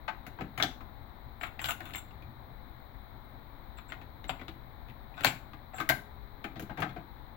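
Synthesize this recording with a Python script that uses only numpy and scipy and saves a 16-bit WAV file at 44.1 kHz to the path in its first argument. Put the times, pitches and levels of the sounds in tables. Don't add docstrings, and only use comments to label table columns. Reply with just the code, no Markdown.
import sys
import numpy as np
from scipy import signal
from scipy.fft import rfft, irfft
from scipy.io import wavfile
from scipy.ndimage import uniform_filter1d

SR = 44100
rng = np.random.default_rng(int(sys.argv[2]) if len(sys.argv) > 2 else 0)


def file_out(sig):
    cols = np.atleast_2d(sig).T
    lim = np.clip(cols, -1, 1)
    pcm = np.round(lim * 32767).astype(np.int16)
    wavfile.write(sys.argv[1], SR, pcm)


N = 324576
TOP_HZ = 16000
SIZE = 8192
T = np.arange(SIZE) / SR
NOW = np.arange(N) / SR


def undb(db):
    return 10 ** (np.asarray(db) / 20)


def fade(t, t60):
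    return np.exp(-np.log(1000) * t / t60)


def level(x, db, span_s=None):
    head = x if span_s is None else x[..., :int(span_s * SR)]
    rms = np.sqrt(np.mean(head ** 2, axis=-1, keepdims=True) + 1e-24)
    return x * undb(db) / rms


def add(out, start_s, x):
    i = max(int(start_s * SR), 0)
    out[:, i:i + x.shape[-1]] += x[..., :N - i]


def colour(x, points, size=4096):
    hz, db = np.transpose(points)
    f = np.maximum(np.fft.rfftfreq(size, 1 / SR), 1)
    gain = undb(np.interp(np.log(f), np.log(hz), db))
    cepstrum = irfft(np.log(gain))
    cepstrum[1:size // 2] *= 2
    cepstrum[size // 2 + 1:] = 0
    response = irfft(np.exp(rfft(cepstrum)))
    return signal.fftconvolve(np.atleast_2d(x), response[None], axes=-1)[:, :x.shape[-1]]


def resonate(x, modes):
    total = 0
    for k, (hz, width_hz, db) in enumerate(modes):
        b, a = signal.iirpeak(hz, hz / width_hz, SR)
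        total = total + (-1) ** k * undb(db) * signal.lfilter(b, a, x)
    return total


def band(x, lo_hz, hi_hz):
    edges_hz = [lo_hz, min(hi_hz, .45 * SR)]
    return signal.sosfilt(signal.butter(2, edges_hz, "band", fs=SR, output="sos"), x)


def walk(rate_hz):
    k = int(SR / rate_hz)
    steps = np.repeat(rng.standard_normal(N // k + 1), k)
    smooth = uniform_filter1d(uniform_filter1d(steps, k), k)
    return level(smooth[:N], 0)


def contacts(spread_db):
    unevenness = np.minimum(rng.exponential(size=SIZE), 5)
    return rng.standard_normal((2, SIZE)) * undb(spread_db * unevenness)


def stroke(length_s):
    arch = np.sin(np.pi * np.minimum(T / length_s, 1))
    return np.sqrt(np.maximum(arch, 0))


# (relative, per Hz)
AIR_TONE = [(20, -7), (50, 0.5), (125, -10), (165, -20), (230, -15.5), (430, -25), (850, -16), (1550, -26),
            (2200, -27.5), (2750, -45.5), (3950, -28), (4900, -52), (6000, -60.5), (9000, -67),
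            (13500, -45.5), (15500, -33.5)]
AIR_DB = -45.2


def air(hum_hz=122, hum_db=-62):
    own, shared = rng.standard_normal((2, N)), rng.standard_normal(N)
    b, a = signal.butter(1, [90, 480], "band", fs=SR)
    hiss = own - signal.lfilter(b, a, own)
    drone = signal.lfilter(b, a, shared) * undb(walk(31))
    hum_mode = [(hum_hz, 14, 0)]
    hum = level(resonate(resonate(shared, hum_mode), hum_mode), hum_db)
    return level(colour(hiss + drone, AIR_TONE), AIR_DB) + hum


# start_s, length_s, level_db (at the top of the swell)
PHONE_SHIFTS = [(1.344, 1.4, -50), (3.708, 0.9, -54)]


def rumble():
    swell = np.zeros(N)
    for start_s, length_s, db in PHONE_SHIFTS:
        swell += undb(db) * np.sin(np.pi * np.clip((NOW - start_s) / length_s, 0, 1))
    return swell * level(band(rng.standard_normal(N), 46, 105), 0)


# low_edge_hz, high_edge_hz, t60_s (before the soft arrival),
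# level_db (against the direct sound in that band)
ROOM_TAIL = [(60, 305, 0.37, -1.5), (490, 3300, 0.28, -5.5), (4600, 15000, 0.29, -6.5)]


def room(dry, early_db=-5, early_t60=0.062):
    t = np.arange(2 * SIZE) / SR
    arrival = 1 - fade(np.maximum(t - .003, 0), 0.013)
    early = band(rng.standard_normal((2, len(t))), 550, TOP_HZ)
    response = level(early * arrival * fade(t, early_t60), early_db)
    for lo_hz, hi_hz, t60, db in ROOM_TAIL:
        noise = rng.standard_normal((1 if lo_hz < 200 else 2, len(t)))
        tail = level(band(noise, lo_hz, hi_hz) * arrival * fade(t, t60), db)
        response = response + tail * np.sqrt(2 * (hi_hz - lo_hz) / SR)
    echoes = signal.fftconvolve(dry, response / np.sqrt(len(t)), axes=-1)
    return dry + echoes[:, :dry.shape[-1]]


# pitch_hz (on average), level_db (before wavering)
GEAR_TONES = [(527.6, -76), (802.1, -74), (952.8, -71), (1798, -82), (3472, -84), (3849, -85)]
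# pitch_hz, width_hz, level_db (relative)
DECK_BODY_MODES = [(614, 70, 5), (743, 64, 11), (832, 29, 8), (1330, 112, 6.5), (1374, 180, -8),
                   (1537, 92, 7), (1700, 170, -13), (1935, 210, -12.5), (2044, 27, 0.5), (2148, 150, 0),
                   (2646, 100, -17.5), (3400, 480, -32.5), (3520, 280, -28), (3766, 326, -29.5),
                   (4700, 530, -54)]
MOTOR_START_S = 6.9


def motor(flutter=.002, whirr_db=-73):
    turns = np.cumsum(1 + flutter * walk(14)) / SR
    tones = np.zeros(N)
    for hz, db in GEAR_TONES:
        tone = np.sqrt(2) * np.sin(2 * np.pi * hz * turns)
        tones += undb(db) * tone * undb(2 * walk(20))
    whirr = resonate(rng.standard_normal((2, N)), DECK_BODY_MODES)
    whirr = level(band(whirr, 900, 4500), whirr_db)
    return (tones + whirr) * np.clip((NOW - MOTOR_START_S) / .08, 0, 1)


# start_s, level_db (relative), t60_s
DESK_PUSHES = [(0.41, -47, .2), (0.63, -46, .2), (4.48, -51, .2), (5.26, -46, .25), (5.9, -48, .6),
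               (6.122, -38, .09), (6.82, -55, .15)]


def desk_bumps(desk_hz=60):
    out = np.zeros((2, N))
    for start_s, db, t60 in DESK_PUSHES:
        shape = fade(NOW, t60) * (1 - fade(NOW, 0.046))
        add(out, start_s, 2 * undb(db) * np.sin(2 * np.pi * desk_hz * NOW) * shape)
    return out


def door_spring():
    out = np.zeros((2, N))
    add(out, 5.896, undb(-57) * np.sin(2 * np.pi * 414.5 * NOW) * fade(NOW, 3.))
    return out


# start_s, length_s, body_db, hiss_db, zing_db
SLIDE_MOVES = [(1.402, .075, -44, -53, -62), (1.598, .115, -40, -43, -53), (1.675, .04, -41.5, -43, -48),
               (1.808, .13, -53, -57, -74), (1.938, .056, -49.5, -45, -49), (3.769, .021, -49, -63, -64),
               (3.881, .03, -56, -70, -62), (4.278, .033, -42, -60, -52), (5.158, .06, -46, -69, -73),
               (5.228, .08, -46, -58, -45), (5.735, .07, -55, -55.5, -56.5)]


def zings(zing_hz=7470, width_hz=130, grit_db=4, wet=0.51):
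    out = np.zeros((2, N))
    for start_s, length_s, _, _, zing_db in SLIDE_MOVES:
        buzz = resonate(contacts(grit_db) * stroke(length_s), [(zing_hz, width_hz, 0)])
        add(out, start_s, level(band(buzz, 7200, 7800), zing_db, length_s))
    echoes = room(out) - out
    return out + wet * echoes


# pitch_hz, width_hz, level_db (relative)
SHELL_MODES = [(717, 112, 4.5), (1125, 177, -5), (1450, 107, 1), (2043, 57, -8), (2222, 197, -10.5),
               (2613, 240, -5.5), (2730, 420, -19), (3335, 77, -8), (3614, 480, -7.5)]
# (relative, per Hz)
TICK_TONE = [(600, -23), (1500, 12.5), (3500, 7.5), (5200, -2.5), (7000, 2), (9000, -14.5), (11000, 4),
             (14000, 0), (15500, 11.5), (17000, 10)]


def slides(grit_db=5, catches_per_s=110, catch_db=5, catch_t60=.012, drag=0.22):
    out = np.zeros((2, N))
    for start_s, length_s, body_db, hiss_db, _ in SLIDE_MOVES:
        catches = (rng.random(SIZE) < catches_per_s / SR) * undb(catch_db * rng.standard_normal(SIZE))
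        slips = drag + signal.fftconvolve(catches, fade(T, catch_t60))[:SIZE]
        onset = 1 - fade(T, 2 * length_s)
        grains = contacts(grit_db) * slips * stroke(length_s) * onset
        body = band(resonate(grains, SHELL_MODES), 950, 3600)
        hiss = colour(grains, TICK_TONE)
        add(out, start_s, level(body, body_db, length_s) + level(hiss, hiss_db, length_s))
    return out


# pitch_hz, level_db (relative)
CRACK_TONE = [(500, -19), (1100, -6.5), (2000, -1.5), (3000, -9), (4200, -8), (5500, -22), (7000, -19)]
# pitch_hz, width_hz, level_db (relative)
CABINET_MODES = [(126.2, 33, -0.5), (194.4, 32, -2.5), (263, 51, -0.5), (328, 42, 0.5), (414, 180, -9)]


def blow(body, knock_db, thud_db, tick_db, hz, part_db, t60, rise_s, part_q=5, spread_db=2.5,
         thud_t60=0.092, snap_db=3, snap_t60=0.016, hard_hz=8000, softening=0.36):
    rise_s = max(rise_s, 1 / SR)
    grip = 1 - fade(T, rise_s)
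    push = grip * (fade(T, t60) + undb(snap_db) * fade(T, snap_t60))
    force, splinters = contacts(spread_db) * push, contacts(spread_db) * push
    part = resonate(splinters, [(hz, hz / part_q, part_db)])
    ring = resonate(force, body) + colour(splinters, CRACK_TONE) + part
    top_hz = np.clip(hard_hz * (.001 / rise_s) ** softening, 1500, 9000)
    knock = band(ring, 560, top_hz)
    tick = colour(force, TICK_TONE)
    shake = rng.standard_normal(SIZE) * grip * fade(T, thud_t60)
    thud = band(resonate(shake, CABINET_MODES), 60, 545)
    return level(knock, knock_db, .015) + level(tick, tick_db, .015) + level(thud, thud_db, .035)


def hits(blows, body, trim_db):
    out = np.zeros((2, N))
    for start_s, *contact in blows:
        dry_blow = np.pad(blow(body, *contact), [(0, 0), (0, SIZE)])
        add(out, start_s, room(dry_blow))
    return out * undb(trim_db)


SOFT_TICK_DB, HARD_TICK_DB = -43, 3


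def touch(knock_db, hardness, law):
    hardness = np.clip(hardness, 0, 1)
    soft, hard = np.array(law)
    rise_s, t60 = soft * (hard / soft) ** hardness
    tick_db = knock_db + SOFT_TICK_DB + (HARD_TICK_DB - SOFT_TICK_DB) * hardness
    return tick_db, t60, rise_s


STRIKE_RISE_S, STRIKE_T60_S, STRIKE_THUD_DB = .0029, .024, -38
REBOUND_RISE_S, REBOUND_THUD_DB = .0045, -35.5
REBOUND_TICK_DB = -13
REBOUND_PART_DB = 5


def slam(start_s, knock_db, tick_db, hz, part_db, after_s, rebound_db, rebound_hz, t60):
    strike = (start_s, knock_db, STRIKE_THUD_DB, tick_db, hz, part_db, STRIKE_T60_S, STRIKE_RISE_S)
    rebound = (start_s + after_s, rebound_db, REBOUND_THUD_DB, rebound_db + REBOUND_TICK_DB,
               rebound_hz, REBOUND_PART_DB, t60, REBOUND_RISE_S)
    return [strike, rebound]


SHELL_HZ, SHELL_DB = 2400, 3
# start_s, end_s, level_db (middle knock level, before the trim)
FINGER_SPELLS = [(1.85, 1.91, -49), (2.04, 2.28, -53), (3.83, 4.05, -51), (4.86, 4.91, -52),
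                 (5.14, 5.2, -51)]


def fumbles(count=2, scatter_db=4, hardness=.6):
    ticks = []
    for start_s, end_s, db in FINGER_SPELLS:
        for k, (when, size) in enumerate(rng.random((count, 2))):
            tick_s = start_s + (end_s - start_s) * (k + when) / count
            ticks.append((tick_s, db + scatter_db * (size - .5), hardness, SHELL_HZ))
    return ticks


# rise_s, rattle_t60_s
SHELL_TOUCH = [(.02, .032), (.007, .016)]
HOLDER_S = 4.2
HAND_THUD_DB, HOLDER_THUD_DB = -53, -44.5


def tape_clack(start_s, knock_db, hardness, hz, under_db=-5):
    tick_db, t60, rise_s = touch(knock_db, hardness, SHELL_TOUCH)
    thud_db = min(HOLDER_THUD_DB if start_s > HOLDER_S else HAND_THUD_DB, knock_db + under_db)
    return start_s, knock_db, thud_db, tick_db, hz, SHELL_DB, t60, rise_s


# start_s, knock_db (before the trim), hardness (0-1), pitch_hz (of the shell)
SHELL_CLACKS = [ (1.411, -38, .55, 2000), (1.434, -31, .45, 1900), (1.592, -34.5, .5, 2500),
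                (1.642, -29.5, .7, 3240), (1.656, -35, .95, 3100), (1.686, -35.5, .82, 2660),
                (1.707, -34, 1, 2900), (1.804, -38, .65, 1720), (1.935, -40, .75, 2870),
                (1.947, -35, .15, 2200), (3.92, -35, .45, 1900), (4.241, -44.5, .6, 3500),
                (4.293, -28, .6, 760), (4.395, -46, .3, 2430), (4.412, -41.5, .15, 660),
                (4.481, -40, .62, 3440), (5.207, -38, .75, 690), (5.235, -32, .75, 2300),
                (5.533, -45, .4, 1220)]
# start_s, knock_db, tick_db, pitch_hz, part_db (relative ring),
# rebound_after_s, rebound_db, rebound_pitch_hz, rattle_t60_s (levels before the trim)
SEATING_SLAM = (5.246, -15.5, -21.5, 1700, -3, .021, -23, 2300, .105)


def cassette():
    blows = [tape_clack(*row) for row in SHELL_CLACKS + fumbles()]
    return hits(blows + slam(*SEATING_SLAM), SHELL_MODES, trim_db=-2.5)


# rise_s, rattle_t60_s
PART_TOUCH = [(.028, .095), (.007, .045)]
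PART_HZ, PART_DB, PART_DB_PER_OCTAVE = 800, 7, -5
SOFT_PART_DB = 10


def deck_click(start_s, knock_db, thud_db, hardness, hz):
    tick_db, t60, rise_s = touch(knock_db, hardness, PART_TOUCH)
    size_db = PART_DB + PART_DB_PER_OCTAVE * np.log2(hz / PART_HZ)
    part_db = size_db + SOFT_PART_DB * (1 - 2 * hardness)
    return start_s, knock_db, thud_db, tick_db, hz, part_db, t60, rise_s


# start_s, knock_db, thud_db (both before the trim), hardness (0-1), pitch_hz (of the part)
DECK_CLICKS = [ (.079, -27, -51, .28, 870), (.265, -40.5, -47.5, .8, 2200), (.386, -37.5, -41.5, .05, 860),
               (.407, -32, -35, .42, 800), (.576, -32, -40, .8, 2200), (.598, -23.5, -37.5, .48, 1590),
               (.805, -44.5, -52, .4, 1030), (5.733, -39, -58, .1, 680), (5.782, -34.5, -48, .55, 1670),
               (5.801, -25.5, -41, .65, 1190), (5.81, -37.5, -45, .6, 3820), (6.441, -32, -39.5, .55, 2400),
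               (6.556, -40.5, -42, 0, 3600), (6.595, -42, -40, 1, 2110), (6.622, -49, -42, 1, 2000),
               (6.694, -36, -40.5, 0, 820), (6.773, -35.5, -40, .5, 2020), (6.786, -32.5, -35.5, .15, 784),
               (6.802, -39, -37.5, .88, 2120), (6.82, -23, -33.5, .4, 1450), (6.891, -44, -55, .5, 3300),
               (6.961, -36, -40.5, .1, 720)]
# start_s, knock_db, tick_db, pitch_hz, part_db (relative
# ring), rebound_after_s, rebound_db, rebound_pitch_hz, rattle_t60_s (levels before the trim)
DOOR_STOPS = [(.625, -19.5, -33, 3500, 13, .009, -25.5, 880, .045),
              (5.89, -24.5, -21.5, 1960, -2, .006, -17.5, 1000, .047)]


def deck():
    blows = [deck_click(*row) for row in DECK_CLICKS]
    for row in DOOR_STOPS:
        blows += slam(*row)
    return hits(blows, DECK_BODY_MODES, trim_db=-3.5)


def long_waves(x, alike_hz=750):
    low_pass = signal.butter(3, alike_hz, fs=SR, output="sos")
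    low_difference = signal.sosfiltfilt(low_pass, x[0] - x[1])
    return np.vstack([x[0], x[1] + low_difference])


def ports(x, balance):
    shade = [(hz, -db) for hz, db in balance]
    return np.vstack([x[0], colour(x[1], shade)[0]])


# pitch_hz, left_minus_right_db
NEAR_BALANCE = [(60, 5.5), (200, 3.5), (400, 4), (700, 9), (1300, 12), (2500, 13.5), (4400, 10), (7500, -1),
                (10000, -2), (15000, 3)]
# pitch_hz, left_minus_right_db
NOISE_BALANCE = [(50, 20), (125, 6.3), (200, 5.7), (400, 3.4), (800, 13.7), (2100, 12.2), (2800, 4),
                 (3900, 12.6), (5500, 1.3), (9000, 1), (15500, 8.3)]


def scene():
    background = ports(air(), NOISE_BALANCE)
    near = rumble() + motor() + desk_bumps() + door_spring()
    near = near + zings() + room(slides()) + cassette() + deck()
    return background + ports(long_waves(near), NEAR_BALANCE)


def record(dry):
    return signal.sosfilt(signal.ellip(10, .2, 80, TOP_HZ, fs=SR, output="sos"), dry)


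dry = scene()
out = record(dry)
file_out(out)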